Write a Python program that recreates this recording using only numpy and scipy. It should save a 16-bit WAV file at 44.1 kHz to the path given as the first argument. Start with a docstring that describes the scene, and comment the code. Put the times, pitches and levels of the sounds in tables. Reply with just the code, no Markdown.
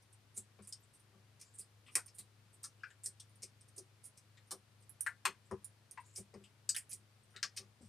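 """Small, dry room: two hands knead and stretch a lump of slime over a wooden table.
Trapped air pockets burst and gel peels off the skin: showers of ticks ringing cavities, with room echoes.
Pushes thud through the table: shaped noise driving decaying modes.
A motor hums somewhere in the house (wavering sines) over the hiss of two unlike microphones (noise)."""
import sys
import numpy as np
from scipy import signal
from scipy.fft import rfft, irfft
from scipy.io import wavfile

SR = 44100
rng = np.random.default_rng(int(sys.argv[2]) if len(sys.argv) > 2 else 0)


def materialize(psi):
    """Save the field psi as 16-bit PCM at rate SR to the path in sys.argv[1].

    A 1-D psi becomes a single channel; in a 2-D psi each row is a channel.
    """
    bounded = np.clip(np.atleast_2d(psi).T, -1, 1)
    quanta = np.round(bounded * 32767).astype(np.int16)
    wavfile.write(sys.argv[1], SR, quanta)


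N = 347508

# Room tone and microphone hiss, spectrum shape: (frequency [Hz], relative density [dB])
FLOOR_SHAPE = [(20, -31.5), (50, -27.5), (72, -22), (100, -17.5), (150, -19), (200, -22), (300, -24),
               (400, -24), (734, -27.5), (1130, -28), (2000, -29.5), (4610, -32), (7000, -37), (9320, -36),
               (15000, -46)]
# Shared part of the floor's power: (frequency [Hz], left-right likeness [0-1])
FLOOR_LIKENESS = [(60, 0.63), (130, 0.76), (290, 0.8), (640, 0.6), (1410, 0.42), (6800, 0.16), (15000, .01)]
# Floor, left minus right: (frequency [Hz], level [dB])
FLOOR_BALANCE = [(60, 8), (700, 3), (1290, 6.5), (4400, 3), (8120, 1), (15000, -2.5)]
# Sources, left minus right microphone: (frequency [Hz], level [dB])
SOURCE_BALANCE = [(40, 6), (100, 3), (380, 4.5), (1290, 8), (2380, 4.5), (4400, 5.5), (8120, 3),
                  (10000, -11), (12000, -23.5), (15000, -7.5)]
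# Motor hum and its sidebands, before swell and waver: (frequency [Hz], level [dB rms])
MOTOR_LINES = [(80, -87.5), (104.3, -69.5), (128.8, -80), (208, -87)]
# Slow swell of the hum: (time [s], gain [dB])
MOTOR_SWELL = [(0.0, -0.5), (7.88, 0.5)]
# Pushes through the table: (time [s], base level at 380 Hz [dB], extra at 200 Hz [dB],
# extra at 1 kHz [dB], push time at 380 Hz [s])
TABLE_PUSHES = [(.368, -63, 1.5, -24, 0.039), (0.585, -59, 1.5, -25, .033), (1.124, -72.5, 4, -9, 0.079),
                (1.59, -69, 0.5, -31, 0.018), (1.954, -52.5, -17, -7.5, .045), (2.186, -72, 7, -9.5, 0.045),
                (3.054, -71, -3, -17.5, 0.04), (3.428, -61, -9.5, -32, 0.025),
                (3.774, -57.5, -19.5, -28, 0.049), (4.511, -54, -12, -9.5, 0.058),
                (5.252, -53.5, -7, -37, 0.077), (5.507, -40, -4, -33, 0.048),
                (6.176, -56.5, 3.5, -37, 0.052), (6.334, -52.5, -1.5, -24, 0.051),
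                (6.389, -64, -3, -24.5, .044), (6.92, -73, 5.5, -23, 0.035), (7.345, -67.5, -8, -12.5, .04),
                (7.431, -65.5, -5, 6, 0.027), (7.565, -63, -3.5, -16.5, 0.12), (7.801, -69, 11, -23, 0.06)]
# Table modes: (frequency [Hz], relative level [dB], t60 [s])
TABLE_MODES = [(75.8, -2, 0.12), (98.8, 14, 0.16), (134, -1.5, 0.114), (200.8, 3, 0.19), (256, -16, 0.045),
               (292, -7.5, 0.049), (380.6, 4, 0.076), (458.6, -1.5, 0.073), (514, -5, 0.088),
               (620, 1, 0.049), (726, -2.5, 0.099), (940, -7, 0.07), (1160, 12, 0.053)]
# Cavity decay per resonator pass at sharpness 1: (frequency [Hz], t60 [cycles])
RING_CYCLES = [(1200, 3.8), (2600, 3.65), (5500, 3.57), (9000, 7.4)]
# Early room echo decay: (frequency [Hz], t60 [s])
ECHO_T60 = [(1000, 0.11), (5000, 0.098), (12000, 0.084)]
# Gel peels off the skin: (time [s], crackle [s], film [Hz], fold level [dB], film level [dB])
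SKIN_PEELS = [(0.0242, 0.019, 9100, -68, -65.5), (0.127, .019, 8650, -75, -54.5),
              (0.344, 0.041, 9200, -61, -51), (0.3651, 0.033, 8070, -50.5, -34),
              (0.623, 0.041, 8540, -61.5, -55), (0.7994, 0.026, 12400, -78, -70),
              (0.933, 0.045, 8850, -71, -57), (0.988, 0.033, 9150, -73, -60.5),
              (1.3978, 0.039, 8930, -47, -44), (1.429, .16, 7350, -69, -63), (1.539, 0.051, 8560, -75, -50),
              (1.5843, 0.035, 8730, -53, -36.5), (1.862, 0.045, 4350, -54.5, -65),
              (1.856, .035, 8400, -75, -61), (1.906, 0.078, 9100, -64, -55.5),
              (2.0773, 0.017, 8400, -53, -57), (2.1445, 0.038, 9230, -68, -47.5),
              (2.1807, 0.031, 8800, -52, -36.5), (2.182, 0.037, 6700, -53, -62),
              (2.5321, 0.027, 8600, -85.5, -53.5), (2.6276, 0.043, 8840, -51, -38.5),
              (3.037, 0.025, 8600, -53, -36.5), (3.2949, 0.013, 9150, -78, -64),
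              (3.355, 0.021, 9100, -77, -58.5), (3.421, 0.027, 9000, -43, -42),
              (3.6078, 0.019, 8600, -60.5, -55), (3.68, 0.02, 9000, -65, -56.5),
              (3.7638, 0.029, 8650, -61, -46), (4.036, 0.051, 9450, -56, -39.5),
              (4.174, 0.015, 8700, -55, -50.5), (4.472, 0.028, 9300, -78, -65),
              (4.824, 0.026, 8300, -72, -60), (5.9974, 0.035, 8900, -81, -61),
              (6.04, 0.094, 7140, -76, -61.5), (6.125, 0.098, 7600, -71, -55),
              (6.155, 0.06, 8900, -44.5, -36), (6.4365, 0.031, 8030, -65.5, -56),
              (6.439, 0.023, 4490, -56.5, -68), (6.8954, 0.032, 10200, -51, -42.5),
              (6.9167, 0.015, 8200, -43, -40), (7.3, .064, 9200, -75, -70), (7.3375, 0.06, 2600, -52, -59),
              (7.563, 0.023, 8800, -38, -38), (7.8094, 0.079, 8470, -66, -63)]
# Air pockets burst: (time [s], pocket [Hz], pocket level [dB], neck level [dB], film [Hz],
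# fold level [dB], film level [dB], crackle [s], sharpness [ratio])
POCKET_BURSTS = [(0.3748, 1410, -69, -71, 8700, -49.5, -32, 0.006, 1.1),
                 (0.5886, 1070, -61.5, -65, 6860, -66.5, -80, 0.0052, 1.5),
                 (0.672, 1100, -72, -67, 9100, -56, -38.5, 0.028, 0.92),
                 (0.7241, 1570, -74, -57, 8280, -38, -38.5, 0.0071, 1.5),
                 (1.612, 1190, -78, -78, 7770, -53, -70, 0.0096, 2.8),
                 (1.8816, 1150, -61, -56.5, 8600, -68, -62, .0076, 1.8),
                 (1.9532, 1020, -51, -30, 8760, -23, -15, 0.0024, 1.18),
                 (1.9779, 1172, -41, -49, 8900, -47, -37, .0045, 0.52),
                 (2.0592, 1260, -71, -83, 9100, -62, -47, .006, 1.6),
                 (2.6398, 1260, -52, -62, 8920, -35.5, -39, .012, 0.9),
                 (2.793, 1430, -77, -64.5, 8400, -78, -80, 0.024, 2.5),
                 (2.8331, 1564, -37, -67.5, 8100, -54.5, -68, 0.0083, 2.3),
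                 (2.837, 1160, -77, -47.5, 8140, -64, -76, .009, 2.1),
                 (2.903, 1600, -57, -60, 7400, -68.5, -58, 0.011, 1.45),
                 (3.0584, 1800, -59.5, -64, 8520, -33, -26, 0.0037, 1.27),
                 (3.1972, 1720, -78, -52, 8500, -45.5, -41.5, 0.011, 1.4),
                 (3.431, 1130, -78, -59.5, 8300, -38, -37.5, 0.0054, 1.3),
                 (3.779, 1600, -77.5, -65, 9140, -41, -39, 0.0077, 1.3),
                 (4.3709, 1924, -60, -57.5, 7150, -68.5, -64.5, .014, 1.5),
                 (4.5078, 1130, -46.5, -51, 8600, -33, -29.5, 0.015, 0.67),
                 (4.8932, 1580, -71, -74.5, 10760, -62, -39, 0.0066, 0.95),
                 (5.007, 1540, -63.5, -64, 9540, -45, -23.5, 0.0071, 1.34),
                 (5.0627, 1460, -28, -52, 8740, -40.5, -32.5, 0.013, 0.8),
                 (5.2517, 1090, -26, -26, 8620, -28, -21, 0.012, 0.97),
                 (5.2554, 1355, -39, -27.5, 6260, -29.5, -34, 0.0071, 1.33),
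                 (5.5111, 960, -40.5, -51, 8580, -51.5, -49, 0.0082, 1.24),
                 (5.6443, 1380, -85.5, -79.5, 9370, -50.5, -34.5, 0.005, 0.79),
                 (5.91, 1190, -83.5, -72, 9250, -50, -39, 0.0068, 1.35),
                 (5.973, 986, -43.5, -45.5, 7900, -64, -65, .0091, 1.1),
                 (6.1591, 1290, -83, -74, 8660, -37, -46, 0.01, 1.5),
                 (6.34, 1010, -58.5, -57.5, 8500, -54, -59, 0.0079, 1.65),
                 (6.6905, 1550, -50, -55, 7830, -25, -19, .0036, 0.99),
                 (6.7462, 1600, -44, -40, 9350, -42, -37.5, 0.0092, 1.4),
                 (6.7631, 1530, -36.5, -33.5, 8900, -25.5, -23, 0.0053, 0.6),
                 (6.7811, 1680, -73, -70, 8500, -63, -28.5, .0031, .9),
                 (6.93, 1800, -73, -69.5, 8920, -40, -29, 0.0081, 0.91),
                 (7.3618, 1930, -48.5, -40, 8040, -57, -47.5, 0.0049, 0.97),
                 (7.428, 1635, -31.5, -30, 7960, -20, -28.5, 0.0071, 1.05),
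                 (7.574, 1110, -62, -41, 8000, -28, -36, 0.0058, 0.76)]

FLOOR_RMS_DB = -71
MOTOR_WAVER_DB, MOTOR_WAVER_KNOTS_PER_S = 2.2, 13.0
THUD_BASS_DB = -14   # 100 Hz against 200 Hz
ECHO_DB, ECHO_BUILD_S = -22.5, 0.0059   # wall echoes need time to arrive
LATE_ECHO_DB, LATE_ECHO_T60_RATIO = -17, 1.9   # weaker, slower tail from farther walls
TABLE_ECHO_S, TABLE_ECHO_DB = 0.0036, -5
CLUMP_DB, CLUMP_SAMPLES = 4.0, 256   # ticks clump in about 6 ms
FILM_OVERTONE_RATIO, FILM_OVERTONE_DB = 1.3, -12.5   # thinnest film sings above its main resonance
NECK_RATIO, FOLD_RATIO = 1.984, 0.62   # neck rings above its pocket, fold below its film
PEEL_TICKS_PER_S, PEEL_SPREAD_DB = 2100, 5   # spread: dB per unit of random tick size
PEEL_LEAD_S = 0.003   # a peel starts below hearing
PEEL_BODY_HZ, PEEL_BODY_DB = 2240, -14   # lump, level against the fold
PEEL_SHARPER_PER_DB, PEEL_PLAIN_DB = 0.022, -38   # fainter than the plain level rings longer
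FAINT_COUNT, FAINT_DB, FAINT_CRACKLE_S, FAINT_FILM_HZ = 12, -67, 0.03, 8600
POP_TICKS_PER_S, POP_SPREAD_DB = 470, -1
TEAR_S = 0.0016   # a film tears this long before its pocket bursts
CUTOFF_HZ = 16400


def from_db(db):
    """Decibels to gain."""
    return 10 ** (np.asarray(db) / 20)


def at_hz(points, hz):
    """Reads a table on a log-frequency axis."""
    table_hz, values = np.array(points).T
    return np.interp(np.log(np.maximum(hz, 1)), np.log(table_hz), values)


def drift(knots_per_s):
    """Slow random curve of spread 1: noise knots joined by lines."""
    knots = rng.standard_normal(400)
    curve = np.interp(np.arange(N) / SR * knots_per_s, np.arange(400), knots)
    return curve * np.sqrt(3 / 2)   # restores the spread lost between knots


def resonate(x, hz, t60_s):
    """One decaying mode: a two-pole resonator with zeros at DC and Nyquist."""
    radius = from_db(-60 / (t60_s * SR))
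    angle = 2 * np.pi * hz / SR
    return signal.lfilter([1, 0, -1], [1, -2 * radius * np.cos(angle), radius * radius], x)


def add(out, time_s, sound):
    """Mixes a sound in at a time."""
    start = max(round(time_s * SR), 0)
    out[start:start + len(sound)] += sound[:N - start]


def both_mics(x, balance):
    """Splits a sound between the microphones by frequency, keeping their mean."""
    ratio = from_db(at_hz(balance, np.arange(N // 2 + 1) * SR / N))
    gains = 2 * np.array([ratio, np.ones_like(ratio)]) / (1 + ratio)
    return irfft(rfft(x) * gains, N)


def floor():
    """Smooth room tone and hiss: shared and separate noise, most alike in the bass and low mids."""
    hz = np.arange(N // 2 + 1) * SR / N
    shared, left, right = rfft(rng.standard_normal((3, N)))
    alike = np.clip(at_hz(FLOOR_LIKENESS, hz), 0, 1)
    spectra = np.sqrt(alike) * shared + np.sqrt(1 - alike) * np.array([left, right])
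    tilt_db = at_hz(FLOOR_BALANCE, hz) / 2 * [[1], [-1]]
    noise = irfft(spectra * from_db(at_hz(FLOOR_SHAPE, hz) + tilt_db), N)
    return from_db(FLOOR_RMS_DB) * noise / noise.std()


def motor():
    """Steady hum lines whose levels waver separately and swell together."""
    t = np.arange(N) / SR
    hum = np.zeros(N)
    for hz, rms_db in MOTOR_LINES:
        gain = from_db(rms_db + MOTOR_WAVER_DB * drift(MOTOR_WAVER_KNOTS_PER_S))
        hum += gain * np.sin(2 * np.pi * (hz * t + rng.random()))
    swell_s, swell_db = np.transpose(MOTOR_SWELL)
    return np.sqrt(2) * from_db(np.interp(t, swell_s, swell_db)) * hum   # rms to peak


def thuds():
    """A soft uneven push shakes the table modes; the low ones build up later."""
    out, t = np.zeros(N), np.arange(SR // 2) / SR
    for time_s, level_db, db_200, db_1k, push_s in TABLE_PUSHES:
        force = rng.standard_normal(len(t))
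        colour = np.transpose([[100, 200, 380, 1000], [db_200 + THUD_BASS_DB, db_200, 0, db_1k]])
        for hz, mode_db, t60_s in TABLE_MODES:
            # the push softens as it spreads, so the thud sinks in pitch
            length_s = push_s * (380 / hz) ** 0.17
            push = force * np.sin(np.pi * np.clip(t / length_s, 0, 1) ** 0.54)
            soft_push = resonate(push, hz, 3.35 / hz)   # the gel passes no sharp edges
            ring = resonate(soft_push, hz, t60_s)
            peak_db = level_db + mode_db + at_hz(colour, hz)
            add(out, time_s, from_db(peak_db) * ring / np.abs(ring).max())
    return out


def tick_shower(t, length_s, ticks_per_s, spread_db, sudden):
    """Random clumped ticks swell and fade; a burst adds a small tear tick and one big tick."""
    born = rng.random(len(t)) < ticks_per_s / SR
    size = np.minimum(rng.exponential(1, len(t)), 3)
    sign = np.sign(rng.standard_normal(len(t)))
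    ticks = born * from_db(spread_db * (size + 2)) * sign
    clumps = np.repeat(rng.standard_normal(len(t) // CLUMP_SAMPLES + 1), CLUMP_SAMPLES)[:len(t)]
    ticks *= from_db(CLUMP_DB * clumps.clip(-2, 1))
    done = t / length_s
    ticks *= np.clip(2 * (1 - done), 0, 1) * np.clip(6 * done, 0, 1)
    ticks[[0, round(TEAR_S * SR)]] += sudden * np.array([0.15, 1])
    return ticks


def room_response(t, hz, echo_noise):
    """Direct sound, one table echo and decaying wall echoes at the given pitch."""
    fall_db = -60 * t / at_hz(ECHO_T60, hz)
    tail = from_db(fall_db) + from_db(LATE_ECHO_DB + fall_db / LATE_ECHO_T60_RATIO)
    room = from_db(ECHO_DB) * tail * echo_noise * np.clip(t / ECHO_BUILD_S, 0, 1)
    room[0] = 1
    room[round(TABLE_ECHO_S * SR)] = from_db(TABLE_ECHO_DB)
    return room


def crackles(events, ticks_per_s, spread_db, sudden):
    """Each tick shower rings the cavities of the gel and echoes round the room."""
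    out, t = np.zeros(N), np.arange(SR // 4) / SR
    for time_s, length_s, sharpness, cavities in events:
        ticks = tick_shower(t, length_s, ticks_per_s, spread_db, sudden)
        echo_noise = rng.standard_normal(len(t))
        start_s = time_s if sudden else time_s - PEEL_LEAD_S
        film_hz, film_db = cavities[-1]
        overtone = (FILM_OVERTONE_RATIO * film_hz, FILM_OVERTONE_DB + film_db)
        for hz, peak_db in cavities + [overtone]:
            ring = signal.fftconvolve(ticks, room_response(t, hz, echo_noise))[:len(t)]
            for _ in range(3):   # steep flanks on both sides
                ring = resonate(ring, hz, sharpness * at_hz(RING_CYCLES, hz) / hz)
            add(out, start_s, from_db(peak_db) * ring / (np.abs(ring).max() + 1e-18))
    return out


def peels():
    """Each peel rings lump, fold and film; faint ones, random in time, pitch and level, only their film."""
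    layers = []
    for time_s, length_s, film_hz, fold_db, film_db in SKIN_PEELS:
        lump = (PEEL_BODY_HZ, fold_db + PEEL_BODY_DB)
        layers.append((time_s, length_s, [lump, (FOLD_RATIO * film_hz, fold_db), (film_hz, film_db)]))
    for when, pitch, size in rng.random((FAINT_COUNT, 3)):
        film = (FAINT_FILM_HZ * (1 + 0.2 * (pitch - 0.5)), FAINT_DB + 6 * (size - 0.5))
        layers.append((when * N / SR, FAINT_CRACKLE_S, [film]))
    events = []
    for time_s, length_s, cavities in layers:
        loudest_db = max(level_db for _, level_db in cavities)
        sharpness = np.exp(PEEL_SHARPER_PER_DB * (PEEL_PLAIN_DB - loudest_db))
        events.append((time_s, length_s, sharpness, cavities))
    return crackles(events, PEEL_TICKS_PER_S, PEEL_SPREAD_DB, sudden=False)


def pops():
    """Each bursting air pocket rings pocket, neck, fold and film."""
    events = []
    for (time_s, pocket_hz, pocket_db, neck_db, film_hz,
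         fold_db, film_db, length_s, sharpness) in POCKET_BURSTS:
        cavities = [(pocket_hz, pocket_db), (NECK_RATIO * pocket_hz, neck_db),
                    (FOLD_RATIO * film_hz, fold_db), (film_hz, film_db)]
        events.append((time_s, length_s, sharpness, cavities))
    return crackles(events, POP_TICKS_PER_S, POP_SPREAD_DB, sudden=True)


def scene():
    """Motor, table and slime reach both microphones over the floor."""
    sources = motor() + thuds() + peels() + pops()
    return floor() + both_mics(sources, SOURCE_BALANCE)


def record(dry):
    """Steep low-pass cuts the top."""
    low_pass = signal.cheby2(12, 70, CUTOFF_HZ, fs=SR, output="sos")   # 70 dB down from the cutoff up
    return signal.sosfilt(low_pass, dry)


dry = scene()
out = record(dry)
materialize(out)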